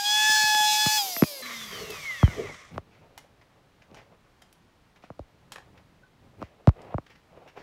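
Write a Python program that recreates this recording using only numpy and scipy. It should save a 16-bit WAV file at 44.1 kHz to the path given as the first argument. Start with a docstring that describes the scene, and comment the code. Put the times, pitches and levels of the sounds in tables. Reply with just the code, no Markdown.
"""At a wooden workbench a corded rotary tool whines near 51000 rpm, is switched off and starts to slow;
the sound then skips ahead to its last slow turns. Shaft-locked sines and cyclic noise make the tool.
Knocks run through the bench top as falling chirps; small parts click as bursts with decaying modes;
coloured noise under rounded arches gives hands rubbing wood and the shell droning as it drags.
Fingers scuff, the cutting disc pings, and a quiet shop noise lies under the later part."""
import sys
import numpy as np
from scipy import signal
from scipy.fft import rfft, irfft, next_fast_len
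from scipy.io import wavfile

SR = 44100
rng = np.random.default_rng(int(sys.argv[2]) if len(sys.argv) > 2 else 0)


def pcm_store(signal):
    """Save signal as 16-bit PCM."""
    levels = np.round(np.clip(np.atleast_2d(signal), -1, 1) * 32767)
    wavfile.write(sys.argv[1], SR, levels.astype(np.int16).T)


N = 336042
TIME = np.arange(N) / SR
OFF_S, SKIP_S = 0.968, 1.42   # switch-off, and the skip to the last turns
CUTOFF_HZ = 15750   # upper limit of the sound
CAGE_TURNS = 7   # shaft turns after which the bearing's balls are back in the same places

# spectrum of the fan's turbulent air: [f/Hz, relative level/dB]
FAN_AIR = [(5000, -29.5), (8000, -16), (9500, -5.5), (11500, 6), (14000, 0.5), (16000, -4.5)]
# spectrum of a hand's swish: [f/Hz, relative level/dB]
SWISH = [(120, -14.5), (280, -3.5), (430, 3.5), (700, 1.5), (1100, -6), (1600, -15), (2600, -15.5),
         (4000, -30), (8000, -49)]


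def from_db(db):
    """Level to amplitude: 20 dB is a factor of ten."""
    return 10 ** (np.asarray(db) / 20)


def rms_one(x):
    """Normalisation to unit effective value."""
    return x / np.sqrt(np.mean(x ** 2) + 1e-20)


def in_time(rows):
    """Linear interpolation of each column after the first at every sample."""
    s, *columns = np.transpose(rows)
    return [np.interp(TIME, s, column) for column in columns]


def gain_at(points, hz):
    """Frequency response: level interpolated over logarithmic frequency."""
    f, db = np.transpose(points)
    return from_db(np.interp(np.log(np.maximum(hz, 1)), np.log(f), db))


def moving_gain(points, hz):
    """Frequency response followed along a gliding tone, renewed every 64 samples."""
    return gain_at(points, hz[::64]).repeat(64)[:N]


def drift(rate):
    """Slow random modulation of unit rms with about rate new values a second."""
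    knots = rng.standard_normal(4096)
    return rms_one(np.interp(TIME * rate, np.arange(len(knots)), knots))


def coloured(x, colour):
    """Linear filtering by a spectrum, with the deepest bass eased off, to unit rms."""
    size = next_fast_len(N)
    hz = np.fft.rfftfreq(size, 1 / SR)
    spectrum = rfft(x, size) * gain_at(colour, hz) * hz / (hz + 20)
    return rms_one(irfft(spectrum, size)[:N])


def noise(colour):
    """Stationary random noise shaped to a spectrum."""
    return coloured(rng.standard_normal(N), colour)


def band(x, low_hz, high_hz):
    """Causal band-pass filtering."""
    return signal.sosfilt(signal.butter(2, [low_hz, high_hz], "band", fs=SR, output="sos"), x)


def swell(s, rise):
    """Critically damped response: a burst that peaks at 1 after its rise time and dies away."""
    age = np.clip((TIME - s) / rise, 0, 50)
    return age * np.exp(1 - age)


def stroke(middle, length):
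    """Kinematics of a movement that gathers speed and slows: a rounded arch of height 1."""
    place = np.clip((TIME - middle) / length, -0.5, 0.5)
    return np.maximum(np.cos(np.pi * place), 0) ** 1.07


def order_tone(turns, multiple, flutter_db, smear):
    """Order synchronism: a tone locked to the shaft, wavering in level and in phase (radians)."""
    phase = 2 * np.pi * (multiple * turns + rng.random()) + smear * drift(70)
    return np.sqrt(2) * np.sin(phase) * from_db(flutter_db * drift(16))


def once_a_turn(turns, depth):
    """Amplitude modulation: brushes and fan blades chop the hiss in step with the shaft."""
    return 1 + depth * (np.cos(2 * np.pi * turns) + np.cos(4 * np.pi * turns)) / 2


def worn_track(laps, size):
    """Cyclic excitation: roughness recurs on every lap, a dense buzz whose mix keeps shifting."""
    one, other = signal.resample(rng.standard_normal((2, size)), 8192, axis=1)
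    place = (laps % 1 * len(one)).astype(int)
    blend = 2.5 * drift(9)
    return np.cos(blend) * one[place] + np.sin(blend) * other[place]


def switched_off(drop_db, drop_s, fade_db_per_s):
    """Decay without drive: a smooth drop after switch-off and a steady fade."""
    age = np.maximum(TIME - OFF_S, 0)
    drop = np.sin(np.pi / 2 * np.minimum(age / drop_s, 1)) ** 2
    return from_db(-drop_db * drop - fade_db_per_s * age)


def shaft_orders(turns, loose, first_db, second_db, fourth_db):
    """Forced vibration: unbalance excites order 1, the motor's hum order 2, and order 4 joins them."""
    unbalance = order_tone(turns, 1, flutter_db=0.45 * loose ** 3, smear=0.03 * loose ** 3)
    unbalance *= from_db(first_db) * switched_off(drop_db=14, drop_s=0.19, fade_db_per_s=6)
    hum = order_tone(turns, 2, flutter_db=0.5, smear=0.04)
    hum *= from_db(second_db) * switched_off(drop_db=25, drop_s=0.028, fade_db_per_s=11)
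    flare_db = 11 * swell(OFF_S, rise=0.018)   # order 4 rings out as the current breaks
    fourth = order_tone(turns, 4, flutter_db=0.7, smear=0.05)
    fourth *= from_db(fourth_db + flare_db) * switched_off(drop_db=43, drop_s=0.18, fade_db_per_s=10)
    return unbalance + hum + fourth


def housing_whine(turns, hz, loose):
    """Resonant radiation: the housing weights each shaft order at its moving frequency."""
    # weaker shaft orders at speed: [order, relative level/dB]
    weak_orders = [(3, -7), (5, -7), (6, -5), (7, -8), (8, -11), (9, -14), (10, -16), (11, -26), (12, -25),
                   (13, -25), (14, -26), (15, -27), (16, -26), (17, -29), (18, -17)]
    # housing response to the shaft orders: [f/Hz, relative level/dB]
    housing_response = [(1000, -24.5), (2000, -22.5), (2800, -14.5), (4000, -14.5), (4850, 7), (5500, -15),
                        (6500, -4), (8000, -15), (12000, -16), (16000, -30.5)]
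    out = 0
    for order, db in weak_orders:
        radiated = moving_gain(housing_response, order * hz)
        tone = order_tone(turns, round(order), flutter_db=2.5 * loose, smear=0.012 * order * loose)
        out = out + from_db(db) * radiated / radiated[N // 16] * tone
    return out


def ball_bearing(turns, hz, loose):
    """Epicyclic kinematics: rolling balls give tones between the shaft orders."""
    # bearing tones: [offset/orders, relative level/dB]
    ball_offsets = [(.285, -3), (.43, -6), (.715, 0)]
    # housing response to the ball tones: [f/Hz, relative level/dB]
    ball_response = [(1000, -13.5), (2000, -20), (2800, -5.5), (4000, -7), (4850, -2), (5500, -6),
                     (6500, -8), (8000, -15), (12000, -19)]
    out = 0
    for offset, db in ball_offsets:
        for k in range(1, 10):
            order = k + offset
            tone = order_tone(turns, order, flutter_db=5, smear=0.5 * loose ** 2)
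            out = out + from_db(db) * moving_gain(ball_response, order * hz) * tone
    return out


def brush_hiss(turns):
    """Sliding friction: broadband brush noise modulated by the rotation."""
    # brush noise spectrum: [f/Hz, relative level/dB]
    brush_colour = [(40, -60), (70, -28), (150, -11), (700, -16.5), (1300, -17), (2000, -9), (3000, -2.5),
                    (4800, 2), (6500, 3.5), (8300, -2.5), (9500, -7), (16000, -28)]
    chopped = noise(brush_colour) * once_a_turn(turns, depth=1.0)
    return rms_one(band(chopped, 90, CUTOFF_HZ)) * from_db(drift(60))


def bearing_buzz(turns):
    """Periodic roughness: the bearing's pattern repeats every few turns."""
    # buzz spectrum: [f/Hz, relative level/dB]
    buzz_colour = [(500, -51), (1500, -12.5), (3000, -4.5), (5000, 4), (6500, 2.5), (9000, -11.5),
                   (16000, -18)]
    return coloured(worn_track(turns / CAGE_TURNS, size=256), buzz_colour)


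def fan_rush(turns, hz, age, unpowered):
    """Aerodynamic noise: turbulence modulated by the blades, with tones that stand out without power."""
    # fan and commutator tones: [order, level against the fan air/dB]
    singing_orders = [(4, -9), (5, -13), (7, -6), (8, -12), (16, -9), (18, -3), (21, -18), (23, -18),
                      (25, -16)]
    sing = 0
    for order, db in singing_orders:
        tone = order_tone(turns, order, flutter_db=3.5, smear=0.4)
        sing = sing + from_db(db) * tone * (order * hz < CUTOFF_HZ)
    blades = coloured(worn_track(turns / CAGE_TURNS, size=360), FAN_AIR)   # shaft wobble roughens the rush
    rush = from_db(-2.0) * noise(FAN_AIR) * once_a_turn(turns, depth=0.38)
    # the air grows by 10 dB/s as the vents swing round and fades by 27.5 dB/s after switch-off
    air_db = -36.5 - 10 * np.maximum(OFF_S - TIME, 0) - 27.5 * age
    return from_db(air_db) * (rush + from_db(-10.0) * blades + unpowered * sing)


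def running_tool():
    """Rotor dynamics: all tones follow one shaft, which air drag slows exponentially after switch-off."""
    # tool turned in the hand: [t/s, powered shaft f/Hz, order 1 level/dB, order 2 level/dB,
    # order 4 level/dB, common bearing and brush level/dB], before the switch-off gains
    powered_run = [(0.0, 817, -34.5, -36.5, -39, -33), (0.024, 816, -35.5, -40.5, -55.5, -36),
                   (0.06, 829.4, -35, -38, -27, -31), (0.154, 848.4, -30.5, -31.5, -24.5, -29),
                   (0.288, 861, -30, -21.5, -28.5, -25.5), (0.456, 854.4, -29, -25, -32, -27.5),
                   (0.612, 849.6, -23.5, -29, -25.5, -28.5), (0.738, 851, -27, -40, -31.5, -26.5),
                   (0.82, 853.6, -31, -31, -27.5, -27.5), (0.96, 856.6, -30.5, -34, -36.5, -26)]
    powered_hz, first_db, second_db, fourth_db, bearing_db = in_time(powered_run)
    age = np.maximum(TIME - OFF_S, 0)
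    hz = powered_hz * np.exp(-age / 0.88)   # time constant in s
    turns = np.cumsum(hz) / SR
    unpowered = np.minimum(age / 0.07, 1)
    loose = 1 + unpowered   # without drive the rotor floats in its bearings and the tones waver

    motor = from_db(-2.5 - 4.3 * unpowered) * housing_whine(turns, hz, loose)
    motor += from_db(-13.5) * ball_bearing(turns, hz, loose)
    motor += from_db(-5.5) * brush_hiss(turns) + from_db(-15.5) * bearing_buzz(turns)
    motor *= from_db(bearing_db) * switched_off(drop_db=5, drop_s=0.082, fade_db_per_s=32)
    orders = shaft_orders(turns, loose, first_db, second_db, fourth_db)
    # the hand shifts on the shell
    grip = from_db(-54.0) * unpowered * noise(SWISH) * from_db(2.5 * drift(40))
    return orders + motor + fan_rush(turns, hz, age, unpowered) + grip


def knock(thud_db, thud_hz, rap_db, contact_hz, tick_db, lag_cycles, thud_octaves, size=8192):
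    """Dispersion: bending waves are slower the lower they are, so a blow arrives as a falling chirp."""
    # spectrum of the woody rap: [f/Hz, relative level/dB]
    rap_colour = [(40, -65.5), (120, -27), (300, -1.5), (440, -10), (600, 1), (900, -6), (1200, 2.5),
                  (1600, -6), (2200, 5.5), (3200, -16)]
    # spectrum of the contact tick: [f/Hz, relative level/dB]
    tick_colour = [(1000, -12.5), (2200, 0.5), (3800, 2), (6000, -9), (7500, -8.5), (9000, -28.5),
                   (16000, -35.5)]
    hz = np.maximum(np.fft.rfftfreq(size, 1 / SR), 1)
    octaves = np.log2(hz / thud_hz) / thud_octaves
    thud = (1 + octaves ** 2 / 4) ** -3.2 / (1 + (0.31 * thud_hz / hz) ** 4)
    ripple_db = 2.2 * np.interp(np.log2(hz), np.linspace(0, 15, 70), rng.standard_normal(70))
    ripple = from_db(ripple_db)
    rap = gain_at(rap_colour, hz) * ripple / (1 + (hz / contact_hz) ** 4.9)   # soft contact, little treble
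    tick = gain_at(tick_colour, hz) * ripple
    parts = ((thud_db, thud), (rap_db, rap), (tick_db, tick))
    strength = sum((from_db(db) * rms_one(shape)) ** 2 for db, shape in parts) ** 0.5
    # this phase delays each frequency by lag_cycles of its own periods
    phase = -2 * np.pi * lag_cycles * np.log(hz / thud_hz)
    wave = irfft(strength * np.exp(1j * phase), size)
    return wave[:size // 2] * np.sqrt(SR / 50)


def bench():
    """Superposition: every knock on the bench is added at its moment."""
    # blows: [t/s, thud relative level/dB, thud f/Hz, rap relative level/dB, contact cut-off f/Hz,
    # tick relative level/dB]
    blows = [(0.293, -48.5, 249, -48, 1400, -55), (0.433, -46, 139, -51, 1400, -50),
             (0.548, -59, 242, -44, 1460, -36), (0.602, -56, 149.7, -46, 1420, -56),
             (0.861, -27.5, 150.7, -37, 1480, -69), (1.165, -45, 256, -37.5, 2405, -60),
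             (1.222, -13.5, 209, -29, 2000, -48), (1.2366, -31.5, 236, -33, 2140, -42),
             (2.2294, -9.5, 84.7, -25.5, 1240, -64), (2.277, -31, 120, -38.5, 1850, -69),
             (2.76, -38, 118, -52, 1270, -79), (2.779, -43, 88, -33, 1230, -53),
             (3.914, -55.5, 300, -71, 915, -72), (5.038, -57.5, 177, -51, 1160, -70),
             (5.1022, -44, 125, -42.5, 1110, -83), (5.193, -40, 70, -39, 750, -66),
             (6.417, -39.5, 216, -42.5, 1070, -76), (6.4262, -41.5, 97, -37, 1144, -59.5),
             (6.6728, -9, 98.6, -22, 1000, -44.5), (6.6909, -60, 60.3, -33, 1100, -50.5),
             (6.9421, -26.5, 98.2, -32, 920, -85), (6.982, -42, 136, -33, 1075, -67)]
    out = np.zeros(N + SR)
    for s, *blow in blows:
        wave = knock(*blow, lag_cycles=1.5, thud_octaves=0.79)
        at = round(s * SR)
        out[at:at + len(wave)] += wave
    return out[:N]


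def workshop(x, t60, wet_db):
    """Diffuse reverberation: a small cluttered room adds a short decaying tail."""
    t = np.arange(SR // 2) / SR
    tail = band(rng.standard_normal(len(t)), 370, 11000) * from_db(-60 * t / t60) * (t > 0.004)
    tail /= np.sqrt(np.sum(tail ** 2))
    return x + from_db(wet_db) * signal.fftconvolve(x, tail)[:N]


def light_touches():
    """Friction and resonance: fingers scuff plastic in grainy bursts, and the thin disc rings briefly."""
    # finger scuffs: [t/s, level/dB, rise/s]
    finger_scuffs = [(2.738, -56.5, 0.0081), (2.9, -63.5, 0.04), (3.411, -60, 0.0059),
                     (3.816, -57.5, 0.0055), (3.959, -51.5, 0.017), (4.959, -55.5, 0.0055),
                     (5.02, -60, 0.016), (5.774, -55, 0.0053), (6.406, -58, 0.022), (6.877, -64, 0.0032),
                     (7.063, -53.5, 0.0034), (7.096, -53.5, 0.011), (7.152, -55.5, 0.0048),
                     (7.474, -52.5, .008), (7.56, -54, 0.024)]
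    # scuff spectrum: [f/Hz, relative level/dB]
    scuff_colour = [(500, 7), (1200, 5), (2400, 9), (3800, -3.5), (6000, -7), (9000, -24), (15000, -23)]
    # touches of the cutting disc: [t/s, peak level/dB, f/Hz]
    disc_pings = [(0.361, -28, 1595), (6.033, -51, 1510)]
    scuff_level = sum(from_db(db) * swell(s, rise) for s, db, rise in finger_scuffs)
    scuffs = scuff_level * noise(scuff_colour) * from_db(2 * drift(400))
    pings = sum(from_db(db) * swell(s, rise=0.0039) * np.sin(2 * np.pi * hz * TIME)
                for s, db, hz in disc_pings)
    return scuffs + pings


def coasting_tool():
    """Resonance crossing: orders of the slowing rotor flare in turn as they slide through the housing."""
    # orders of rotor and bearings, the 16th from the commutator: [order, relative level/dB]
    coast_orders = [(5, 6), (6.5, 3), (7, 5), (9, -4), (15, -4), (16, 14), (18, -3), (19.5, -3), (22, -4),
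                    (23, 1), (24, -2), (25, -1), (30.6, 4), (32, 3), (39, 1), (41, 0)]
    # housing response while coasting: [f/Hz, relative level/dB]
    coast_response = [(200, -27.5), (600, -33), (1200, -26.5), (1650, -17.5), (2080, 4.5), (2550, -13.5),
                      (3100, -12), (3600, -17.5), (4700, -10), (6000, -30), (9000, -41)]
    # spectrum of the rattle: [f/Hz, relative level/dB]
    rattle_colour = [(60, -30), (300, -6.5), (600, 0), (850, -8.5), (1150, 8.5), (1550, -2.5), (2080, 9),
                     (2700, -4.5), (4000, -12), (8000, -35.5)]
    # spectrum of the brushes: [f/Hz, relative level/dB]
    coast_brush_colour = [(1500, -27), (3300, 3), (4500, -5), (5800, 0.5), (7500, -7), (9500, -13.5),
                          (16000, -37.5)]
    start_hz, friction_hz_per_s = 256, 185   # friction slows the rotor evenly
    hz = np.maximum(start_hz - friction_hz_per_s * (TIME - SKIP_S), 0)
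    turns = np.cumsum(hz) / SR

    def vigour(knee_hz):
        """Saturation: near 1 well above the knee, in proportion to speed below it."""
        return hz / np.hypot(hz, knee_hz)

    unbalance = from_db(-50) * (hz / start_hz) ** 2 * order_tone(turns, 1, flutter_db=0.5, smear=0.4)
    tones = sum(from_db(db) * gain_at(coast_response, order * hz)
                * order_tone(turns, order, flutter_db=4.5, smear=0.8) for order, db in coast_orders)
    whine = from_db(-46.5) * vigour(knee_hz=120) ** 1.4 * tones
    rattle = from_db(-43.5 + 2.2 * drift(44.5)) * vigour(knee_hz=100) * noise(rattle_colour)
    brush = from_db(-44.5 + 1.4 * drift(29.9)) * vigour(knee_hz=120) ** 1.22 * noise(coast_brush_colour)
    air = from_db(-48.5) * vigour(knee_hz=135) ** 3.06 * noise(FAN_AIR)
    return unbalance + whine + (rattle + brush) * once_a_turn(turns, depth=0.2) + air


def shop_air():
    """Ambient noise: the quiet of the shop, wavering a little."""
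    # spectrum of the quiet shop: [f/Hz, relative level/dB]
    shop_colour = [(30, 4.5), (150, 1), (400, -7.5), (1000, -10), (4000, -20.5), (8000, -30.5),
                   (15000, -36.5)]
    return from_db(-62 + 0.32 * drift(8)) * noise(shop_colour)


def handling():
    """Stick-slip friction: each stroke over the wood gives a low rub and a grainy swish."""
    # strokes of hand, arm and tool: [middle t/s, length/s, low rub level/dB, swish level/dB]
    hand_strokes = [(1.847, 0.61, -52, -59), (2.38, 0.41, -43, -49), (2.752, 0.11, -45, -52.5),
                    (3.003, 1, -62, -63.5), (3.549, 0.41, -69, -69.5), (3.949, 0.13, -57, -59),
                    (4.05, 0.57, -63.5, -65.5), (5.702, 1, -61, -67.5), (6.259, 0.3, -59.5, -65),
                    (6.41, 0.083, -47.5, -53), (6.6, 0.58, -70, -66), (6.858, 0.23, -53, -48),
                    (7.39, 0.3, -63.5, -56), (7.62, 0.18, -60, -49.5)]
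    # spectrum of the rub: [f/Hz, relative level/dB]
    rub_colour = [(25, -5.5), (50, -4), (100, 2), (170, -1), (260, -7.5), (500, -18.5), (1500, -49.5)]
    rub = sum(from_db(db) * stroke(s, length) for s, length, db, _ in hand_strokes)
    swish = sum(from_db(db) * stroke(s, length) for s, length, _, db in hand_strokes)
    grain_db = 4.1 * drift(40) + 1.5 * drift(320)   # the fast part is stick and slip of skin on wood
    return rub * noise(rub_colour) * from_db(1.5 * drift(23)) + swish * noise(SWISH) * from_db(grain_db)


def dragging():
    """Friction-driven resonance: sliding on the wood sets the tool's hollow shell droning."""
    # drags over the bench: [middle t/s, length/s, level/dB]
    shell_drags = [(1.842, 0.27, -41.5), (2.411, 0.12, -33.5)]
    # spectrum of the shell's drone: [f/Hz, relative level/dB]
    drone_colour = [(200, -6), (330, -3), (420, 12.5), (470, 5), (560, -6), (660, -0.5), (900, -57)]
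    level = sum(from_db(db) * stroke(s, length) for s, length, db in shell_drags)
    return level * noise(drone_colour) * from_db(2.8 * drift(34.62))


def small_parts(crack_t60=0.032, ring_db=-5.5, count=8000):
    """Modal impact: each touch gives a short uneven crack and rings the part's modes in three registers."""
    # clicks of small hard parts: [t/s, body, ring and top relative level/dB]
    part_clicks = [(1.903, -62, -37, -38.5), (3.177, -39.5, -40, -46), (3.944, -47, -49, -74),
                   (4.419, -50.5, -50.5, -60.5), (4.526, -62, -56, -57.5), (5.042, -52, -67, -85),
                   (5.52, -36, -33, -44.5), (5.540, -49, -53, -58), (5.558, -35, -51, -60),
                   (5.580, -41.5, -59, -72), (6.816, -61, -54.5, -81)]
    # modes before random spread: [f/Hz, relative level/dB, t60/s]
    part_modes = [(790, -5, 0.026), (1070, -28, 0.041), (1250, -18, 0.033), (2040, 9.5, 0.087),
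                  (3120, 16.5, 0.03), (3540, -27, 0.092), (4000, -45, 0.045), (5770, -27, 0.034),
                  (6700, -10, 0.016), (8000, -21, 0.062), (9890, -5, 0.022), (11200, 4, 0.032),
                  (13000, -11, 0.02)]
    registers_hz = [(600, 1900), (1900, 7000), (7000, 15500)]   # body, ring, top
    out = np.zeros(N + count)
    t = np.arange(count) / SR
    onset = 1 - np.exp(-t / 0.0014)
    for s, *levels in part_clicks:
        at = round(s * SR)
        knots = t[::100]
        chatter = from_db(4 * np.interp(t, knots, rng.standard_normal(len(knots))))
        for (low, high), db in zip(registers_hz, levels):
            burst = rng.standard_normal(count) * chatter * from_db(-60 * t / crack_t60)
            crack = band(burst, low, high)
            ring = np.zeros(count)
            for hz, mode_db, t60 in part_modes:
                if low <= hz < high:
                    decay = from_db(mode_db + rng.normal(0, 5.6) - 60 * t / t60)
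                    ring += decay * np.sin(2 * np.pi * hz * rng.normal(1, 0.052) * t)
            click = rms_one(crack) + from_db(ring_db) * rms_one(ring)
            out[at:at + count] += from_db(db - 17.0) * click * onset
    return out[:N]


def scene():
    """Superposition: the tool at speed, then its last turns, with the work at the bench."""
    later = np.clip((TIME - SKIP_S) * 200, 0, 1)   # a 5 ms crossfade
    last_turns = coasting_tool() + dragging() + handling() + shop_air()
    tool = (1 - later) * running_tool() + later * last_turns
    knocks = workshop(bench(), t60=0.067, wet_db=-27.0)
    touches = workshop(small_parts() + light_touches(), t60=0.26, wet_db=-9.5)
    return (tool + knocks + touches)[None]


def record(dry):
    """Band limitation: the microphone thins the deep bass, and the top is cut steeply."""
    thinned = signal.sosfilt(signal.butter(1, 20, "high", fs=SR, output="sos"), dry)
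    return signal.sosfilt(signal.ellip(12, 0.1, 80, CUTOFF_HZ, fs=SR, output="sos"), thinned)


dry = scene()
out = record(dry)
pcm_store(out)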